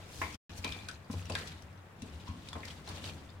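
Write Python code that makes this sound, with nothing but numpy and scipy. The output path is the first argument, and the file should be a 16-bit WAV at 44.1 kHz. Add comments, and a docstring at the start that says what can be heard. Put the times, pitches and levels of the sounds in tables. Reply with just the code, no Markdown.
"""In a small kitchen, close by, a wooden spoon stirs sliced potatoes in a steel pot of water.
Knocks and thuds excite the damped modes of the wall and of the full pot; shaped noise rumbles below.
Air pockets pop as rising, decaying sines behind a snap of noise; rubs are swells of grains and hiss.
Water swishes as fluttering noise with grains, bubbles and ticks, over a low hum of filtered noise.
The sound cuts out once, briefly."""
import sys
import numpy as np
from scipy import signal
from scipy.fft import rfft, irfft
from scipy.io import wavfile
from scipy.ndimage import uniform_filter1d

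SR = 44100
rng = np.random.default_rng(int(sys.argv[2]) if len(sys.argv) > 2 else 0)


def persist_wave(psi):
    """Save psi, clipped to +-1, as 16-bit WAV."""
    counts = np.round(np.clip(psi, -1, 1) * 32767).astype(np.int16)
    wavfile.write(sys.argv[1], SR, np.atleast_2d(counts).T)


N = 149940  # length of the scene [samples]


def knocks():
    """Modal excitation: the spoon cracks and rings the wall's main modes among a dense mass of others."""
    # spoon against the pot: (time [s], level [dB], centre of the contact's colour [Hz],
    # its spread [octaves], ring t60 [s])
    knock_table = [(.2157, -34, 1140, 1.64, .23), (.219, -39.5, 2130, 0.29, 0.36),
                   (.64, -41.5, 2460, 0.12, 0.62), (.6481, -41.5, 645, 1.5, 0.17),
                   (.886, -44, 1530, 0.16, .15), (1.0994, -50.5, 696, 1.8, 0.14),
                   (1.137, -48.5, 584, 0.9, .18), (1.2976, -40.5, 570, 0.73, 0.28),
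                   (1.353, -41.5, 1660, 0.34, 0.54), (2.03, -53.5, 444, 0.56, 0.32),
                   (2.272, -50, 1030, .36, 0.36), (2.532, -51.5, 1250, 0.44, .06),
                   (2.554, -43.5, 805, 1.14, 0.25), (2.6318, -47.5, 2100, 0.36, 0.27),
                   (2.876, -49.5, 664, 1.34, 0.51)]
    # modes of the water-damped wall: (frequency [Hz], relative level [dB])
    wall_modes = [(250, 6.5), (320, 4.5), (446, 0.5), (550, -6.5), (640, -2.5), (840, 1.5), (988, 2),
                  (1025, 0), (1065, 6), (1140, -6), (1335, -2.5), (1942, -5), (2102, -5), (2153, -7.5),
                  (2285, -16.5), (2362, -3.5), (2450, -7)]
    wall_scatter = 0.008  # the moving water detunes the wall from knock to knock (rms ratio)
    wall_sag, wash_s = 0.01, 0.067  # rms ratio and time constant of the pitch slide while it rings
    dense_db, crack_db, crack_s = -1.5, -0.5, 0.0097  # dense modes re main modes; added initial crack
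    dense_colour = [(120, -16.5), (250, -0.5), (2400, -7), (3200, -12.0), (8000, -13.5)]

    out, t = np.zeros((2, N)), np.arange(SR // 2) / SR
    f, mode_db = np.array(wall_modes).T
    for s, db, hz, octaves, t60 in knock_table:
        phase = 2 * np.pi * rng.random((2, len(f), 1))
        tuned = f * (1 + wall_scatter * rng.standard_normal(len(f)))
        # each mode slides up or down as water washes up the wall or drains off
        slide = wall_sag * rng.standard_normal((len(f), 1))
        slid = t + slide * (t - wash_s * (1 - np.exp(-t / wash_s)))
        sines = np.sin(2 * np.pi * tuned[:, None] * slid + phase)
        modes = spread((undb(mode_db)[:, None] * sines).sum(axis=1))
        dense = colour(noise(size=len(t)), dense_colour)
        force = contact(freqs(t), hz, octaves)
        ring = irfft(rfft(unit(modes)) * force, len(t))
        crack = irfft(rfft(unit(dense)) * force, len(t))
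        crack_gain = undb(dense_db) + undb(crack_db) * np.exp(-t / crack_s)
        onset = 1 - np.exp(-t / 0.00024)
        hit = (ring + crack * crack_gain) * fade(t, t60) * onset
        # level over the first 20 ms, in each channel
        add(out, s, undb(db) * hit / hit[:, :SR // 50].std(axis=1, keepdims=True))
    return out


def thuds():
    """Modal excitation at low frequency: soft blows of slices on the bottom set the pot booming."""
    # slices shoved against the bottom: (time [s], level [dB], centre of the contact's colour [Hz])
    thud_table = [(0.192, -43, 70.6), (.335, -52, 201), (.59, -45.5, 91), (.652, -48, 272),
                  (0.716, -45.5, 88), (1.098, -39, 207), (1.144, -38, 92), (1.302, -41, 129.6),
                  (2.023, -44, 203), (2.29, -41, 149), (2.557, -48, 199), (2.741, -50, 123),
                  (2.9, -45, 134), (3.053, -43.5, 85)]
    # modes of the full pot on the counter: (frequency [Hz], relative level [dB], t60 [s])
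    body_modes = [(72.6, 1, 0.41), (90.55, 7, 0.56), (146.9, -11.5, 0.97), (165, -9, 0.73),
                  (209.5, 2.5, 0.13), (246.4, -3, 0.31), (279.3, -3, 0.24)]

    out, t = np.zeros(N), np.arange(SR // 2) / SR
    for s, db, hz in thud_table:
        detune = 1 + 0.017 * rng.standard_normal(len(body_modes))
        hit = np.zeros(len(t))
        for (f, mode_db, t60), ratio in zip(body_modes, detune):
            sine = np.sin(2 * np.pi * (f * ratio * t + rng.random()))
            hit += undb(mode_db) * contact(f, hz, octaves=0.88) * sine * fade(t, t60)
        hit = hit * (1 - np.exp(-t / 0.0011))  # soft onset
        add(out, s, undb(db) * hit / hit[:SR // 30].std())
    return out


def push_rumble():
    """Noise under an envelope: the spoon pushing through the slices rumbles with its effort."""
    # push of the spoon: (time [s], level of the rumble before its trim [dB])
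    push_curve = [(0, -64), (.2, -47.5), (.35, -50), (.52, -51), (.7, -51), (.85, -51), (1.04, -64),
                  (1.2, -53), (1.45, -51.5), (1.62, -53.5), (1.9, -65), (2.1, -48.5), (2.38, -49),
                  (2.65, -52), (2.85, -51.5), (3.05, -48), (3.22, -45.5), (3.4, -60)]
    # spectrum of the rumble: (frequency [Hz], relative level [dB])
    rumble_spectrum = [(25, -25), (48, -20.5), (68, 2.5), (80, 7.5), (90, 2.5), (104, -17), (155, -9),
                       (250, -8), (400, -19), (900, -68)]
    trim_db = -1
    return undb(trim_db) * curve(push_curve) * unit(colour(noise(size=N), rumble_spectrum))


def pops():
    """Cavity resonance: a film of water snaps, the pocket behind it rings and the pot's walls reflect it."""
    # air pockets bursting between wet slices: (time [s], level of the main ring [dB], pitch [Hz],
    # t60 [s], level of the snap [dB re main ring])
    pop_table = [(.6458, -19.5, 3900, 0.0021, -16), (.7232, -29.5, 3440, .014, -12.5),
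                 (.747, -42.5, 3630, 0.01, -11), (.789, -46, 3510, 0.02, -16),
                 (.807, -47, 4000, 0.014, -13), (0.8862, -32, 3990, 0.011, -2.5),
                 (.912, -49, 3600, .02, -13), (.913, -45, 5180, 0.024, -2), (.942, -48, 4120, .019, -20),
                 (1.045, -59, 4700, .017, -11), (1.113, -45.5, 5300, 0.0066, 0),
                 (1.17, -51, 3400, .01, -10), (1.255, -44.5, 5600, .012, -6),
                 (1.2987, -35, 2640, .0088, -1), (1.321, -42, 4670, 0.031, -0.5),
                 (1.3524, -22, 3750, 0.0055, -14.5), (1.3545, -27.5, 3440, 0.0024, -17),
                 (1.3534, -30.5, 1600, 0.02, -24), (1.388, -51, 4200, .0065, 8),
                 (1.474, -40.5, 3450, 0.0088, 0.5), (2.02, -50, 3320, 0.0029, 9),
                 (2.2, -49, 3800, 0.012, -20), (2.487, -38.5, 3680, 0.0072, -2.5),
                 (2.5307, -36, 3480, 0.011, -5.5), (2.53, -39.5, 1380, 0.015, -24),
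                 (2.876, -39.5, 4110, 0.015, -9), (2.89, -39, 4320, 0.0081, -2.5),
                 (2.951, -50, 2770, 0.0085, 3), (3.042, -33, 3730, .0094, -25),
                 (3.054, -38, 4800, .008, -9), (3.082, -42, 3400, .01, -18),
                 (3.292, -51.5, 3625, 0.037, -18), (3.302, -52, 4870, 0.022, -25)]
    pocket_ratio, pocket_db = 1.288, -11  # a flat pocket has a second, higher resonance
    pocket_scatter = 0.1  # no two pockets have the same shape (rms ratio)
    snap_s = 0.0054  # time constant of the snap
    snap_colour = [(400, -24), (2500, 13), (6500, 12.5), (10000, 10.5), (16000, -29)]

    out = np.zeros((2, N))
    for s, db, hz, t60, snap_db in pop_table:
        second_hz = hz * pocket_ratio * (1 + pocket_scatter * rng.standard_normal())
        ring = bubble(hz, t60) + undb(pocket_db) * bubble(second_hz, t60)
        snap_fade = np.exp(-np.arange(len(ring)) / SR / snap_s)
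        snap = colour(noise(size=len(ring)), snap_colour) * snap_fade
        # the peak of noise is taken as twice its rms
        pop = ring + undb(snap_db) * snap / snap[:, :SR // 1000].std() / 2
        reflected = echo(pop, db=-3, t60=0.011, lag=0.000957)
        add(out, s, undb(db) * pan(left_db=1) * reflected)
    return out


def rubs():
    """Stick-slip friction: each rub is a short swell of gritty slips, hiss and ticking edges."""
    # wet slices rubbing on spoon and wall: (time of the middle [s], level before the swell [dB],
    # width of the swell at exp(-1/2) of its top [s], centre of the colour [Hz])
    rub_table = [(0.207, -52.5, 0.15, 6100), (0.347, -49.5, 0.0071, 4020), (0.495, -52.5, 0.015, 2500),
                 (0.581, -50.5, 0.023, 6070), (0.675, -51, 0.028, 3000), (1.128, -50.5, 0.022, 5700),
                 (1.19, -57.5, .03, 6400), (1.397, -53, 0.016, 2500), (1.483, -50.5, 0.028, 3640),
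                 (1.521, -51.5, 0.022, 2560), (1.624, -53, 0.0035, 4900), (2.21, -59, .025, 3240),
                 (2.284, -55, 0.036, 2930), (2.366, -64.5, 0.13, 3050), (2.466, -57, 0.03, 3300),
                 (2.654, -55, 0.01, 2500), (2.655, -48, 0.006, 4600), (2.681, -50.5, 0.015, 1200),
                 (2.687, -51.5, 0.0096, 4000), (2.71, -49, 0.013, 3370), (2.899, -53.5, 0.055, 4000),
                 (2.903, -50.5, 0.022, 704), (2.966, -51, 0.033, 3380), (2.973, -56.5, 0.054, 550),
                 (3.06, -49.5, 0.056, 3500), (3.076, -51.5, 0.042, 580), (3.094, -62, 0.025, 3660)]
    hiss, tick_db = 0.87, -5  # gain of the noise among the grains; level of the ticks
    slip_s, grit_db = 0.003, 1  # stick and slip within a rub: smoothing time, rms depth

    out, t = np.zeros((2, N)), np.arange(N) / SR
    slips = unit(grit(rate=800) + hiss * noise(size=N)) + undb(tick_db) * ticks(rate=420)
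    slips = slips * flicker(slip_s, grit_db)
    size = SR * 2 // 5
    for s, db, width, hz in rub_table:
        i = min(max(int(s * SR) - size // 2, 0), N - size)
        part = slips[:, i:i + size]
        rub = irfft(rfft(part) * contact(freqs(part), hz, octaves=1), size)
        swell = np.exp(-2 * ((t[i:i + size] - s) / width) ** 2)
        add(out, i / SR, undb(db) * unit(rub) * swell)
    return out


def slosh():
    """Turbulence and bubble resonance: swish, crackle, bubbles and ticks all follow the stirring."""
    # vigour of the stirring: (time [s], reference level of the water [dB])
    swish_curve = [(0, -57.5), (.13, -58.5), (.24, -52.5), (.32, -53), (.53, -58), (.62, -56), (.68, -48.5),
                   (.78, -53), (.86, -59), (.93, -57), (1.0, -68.5), (1.08, -66.5), (1.15, -54.5),
                   (1.28, -56.5), (1.39, -46.5), (1.45, -53), (1.54, -58.5), (1.7, -68), (1.98, -70),
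                   (2.06, -59), (2.3, -63.5), (2.42, -62), (2.61, -56.5), (2.72, -54.5), (2.84, -61),
                   (2.92, -56), (3.1, -52.5), (3.18, -59), (3.4, -70)]
    # spectrum of the water: (frequency [Hz], relative level [dB])
    water_spectrum = [(150, 0.5), (400, 1), (1000, -2), (2000, -2), (3600, -1.5), (5500, -7), (8000, -8),
                      (12000, -17), (16000, -23)]
    # levels re the stirring curve [dB]
    swish_db, grain_db, bubble_db, gurgle_db, tick_db = -1.2, -11.5, -16, -8, -7

    swish = undb(swish_db) * unit(colour(noise(size=N), water_spectrum))
    crackle = undb(grain_db) * unit(colour(grit(rate=490), water_spectrum))
    wash = flutter(swish + crackle)
    fizz = undb(bubble_db) * bubbles(rate=470, centre_hz=3768, cycles=240)
    # larger bubbles under the slices
    gurgle = undb(gurgle_db) * bubbles(rate=65, centre_hz=757, cycles=11)
    return curve(swish_curve) * (wash + fizz + gurgle + undb(tick_db) * ticks(rate=85))


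def bubbles(rate, centre_hz, cycles):
    """Superposed resonators: bubbles at random moments, pitch and strength drawn independently."""
    range_octaves, range_db = 2.4, 14
    out = np.zeros(N)
    for when, pitch, weakness in rng.random((int(rate * N / SR), 3)):
        hz = centre_hz * 2 ** (range_octaves * (pitch - .5))
        # the t60 is a fixed number of cycles
        add(out, when * N / SR, undb(-range_db * weakness) * bubble(hz, cycles / hz))
    return unit(out)


def bubble(hz, t60):
    """Damped resonance of a pocket of air: its pitch rises a little; it sounds for at most 50 ms."""
    rise_per_s = 4  # frequency gained per second, as a share of hz
    t = np.arange(SR // 20) / SR
    return np.sin(2 * np.pi * hz * t * (1 + rise_per_s * t / 2)) * fade(t, t60)


def ticks(rate):
    """Impulsive release: slice edges let go at random moments, each a very short ring of its own pitch."""
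    centre_hz, range_octaves, cycles, range_db = 3930, 1.5, 28, 12
    out = np.zeros((2, N))
    for when, pitch, weakness, angle in rng.random((int(rate * N / SR), 4)):
        hz = centre_hz * 2 ** (range_octaves * (pitch - .5))
        # random signed gains of the two channels
        place = np.array([[np.cos(2 * np.pi * angle)], [np.sin(2 * np.pi * angle)]])
        add(out, when * N / SR, undb(-range_db * weakness) * place * bubble(hz, cycles / hz))
    return unit(out)


def grit(rate):
    """Shot noise: tiny slips of wet surfaces, at random moments and of random strength."""
    spread_db = 1.5
    sizes = undb(spread_db * np.minimum(rng.exponential(size=N), 4))
    slipping = rng.random(N) < rate / SR
    return spread(slipping * sizes * rng.standard_normal((2, N)))


def flutter(x):
    """Amplitude modulation by bands: each octave's level wavers quickly on its own."""
    spectrum, out = rfft(x), 0
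    octave = np.log2(np.clip(freqs(x), 2 ** 8, 2 ** 14))
    for k in range(8, 15):
        # overlapping triangular bands add up to the whole spectrum
        band = irfft(spectrum * np.maximum(1 - abs(octave - k), 0), N)
        out = out + flicker(seconds=0.011, db=2.0) * band
    return out


def room_hum():
    """Stationary noise: the low hum of the room is noise with a fixed spectrum."""
    # spectrum of the room: (frequency [Hz], relative level [dB])
    room_spectrum = [(25, -10.5), (50, -1.5), (70, -15.5), (92, 12.5), (112, 0.5), (150, 3), (250, -11),
                     (500, -8.5), (1000, -10.5), (2000, -15.5), (4000, -30), (8000, -37), (16000, -39)]
    hum_db = -53
    return undb(hum_db) * unit(colour(noise(size=N), room_spectrum))


def echo(x, db, t60, lag):
    """Reverberation: dense reflections start after lag seconds and die away."""
    t = np.arange(SR // 2) / SR
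    tail = colour(noise(size=len(t)), [(200, 2.0), (4500, 2.0), (16000, -17)])
    tail = tail * fade(t, t60) * (t > lag)
    response = unit(tail) / np.sqrt(2 * len(t))  # energy 1 over both channels
    return x + undb(db) * signal.fftconvolve(x, response, axes=1)[:, :x.shape[-1]]


def contact(f, hz, octaves):
    """Force spectrum: the share of a contact's force at frequency f, greatest at hz."""
    return 1 / (1 + (np.log2(f / hz) / octaves) ** 2 / 2) ** 2


def fade(t, t60):
    """Exponential decay: a fall of 60 dB in t60 seconds."""
    return np.exp(-np.log(1000) * t / t60)


def flicker(seconds, db):
    """Random modulation: a gain that wanders by db (rms), smoothed twice over the given time."""
    width = max(int(seconds * SR), 1)
    smooth = uniform_filter1d(uniform_filter1d(rng.standard_normal(N), width), width)
    return undb(db * unit(smooth))


def noise(size):
    """White noise: equal power at all frequencies, in stereo."""
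    return spread(rng.standard_normal((2, size)))


def spread(pair):
    """Interchannel coherence: two unrelated signals become alike in the bass, different in the treble."""
    wide_hz = 930  # the channels differ mostly above this
    f = freqs(pair)
    mid, side = rfft(pair)
    wide = f / np.hypot(f, wide_hz)
    both = mid + np.array([[1], [-1]]) * wide * side
    return irfft(both / np.sqrt(1 + wide ** 2), pair.shape[-1])


def pan(left_db):
    """Level difference: channel gains for a sound that is left_db louder on the left."""
    return undb(left_db * np.array([[.5], [-.5]]))


def colour(x, points):
    """Linear filtering: shape x by points (frequency [Hz], gain [dB]), joined over log frequency."""
    hz, db = np.array(points).T
    gain = undb(np.interp(np.log(freqs(x)), np.log(hz), db))
    return irfft(rfft(x) * gain, x.shape[-1])


def freqs(x):
    """Fourier analysis: the frequencies of x's spectrum [Hz], at least 1."""
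    return np.maximum(np.fft.rfftfreq(x.shape[-1], 1 / SR), 1)


def curve(rows):
    """Envelope: gain along rows of (time [s], level [dB])."""
    return undb(np.interp(np.arange(N) / SR, *np.array(rows).T))


def undb(db):
    """Logarithmic level: decibels to amplitude gain."""
    return 10 ** (np.asarray(db) / 20)


def unit(x):
    """Effective value: scale x to rms 1."""
    return x / np.sqrt(np.mean(x ** 2) + 1e-20)


def add(out, s, x):
    """Superposition: mix x into out from time s [s]."""
    i = min(max(int(s * SR), 0), N)
    out[..., i:i + x.shape[-1]] += x[..., :N - i]


def scene():
    """Superposition of pot, water with its room reflections, and hum, a little to the left."""
    pot = knocks() + thuds() + push_rumble()
    water = echo(pops() + rubs() + slosh(), db=-9, t60=0.11, lag=0.0053)
    return (pot + water + room_hum()) * pan(left_db=2.5)


def record(dry):
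    """Gating and low-pass filtering: the sound fades out fast, returns at once, and loses its top."""
    silence_start_s, silence_end_s, fade_s = 0.3562, 0.4945, 0.0034
    top_hz = 16100
    t = np.arange(N) / SR
    fading = np.exp(-np.maximum(t - silence_start_s, 0) / fade_s)
    gate = np.where(t < silence_end_s, fading, 1)
    low_pass = signal.ellip(10, .2, 80, top_hz, fs=SR, output="sos")
    return signal.sosfilt(low_pass, dry * gate)


dry = scene()
out = record(dry)
persist_wave(out)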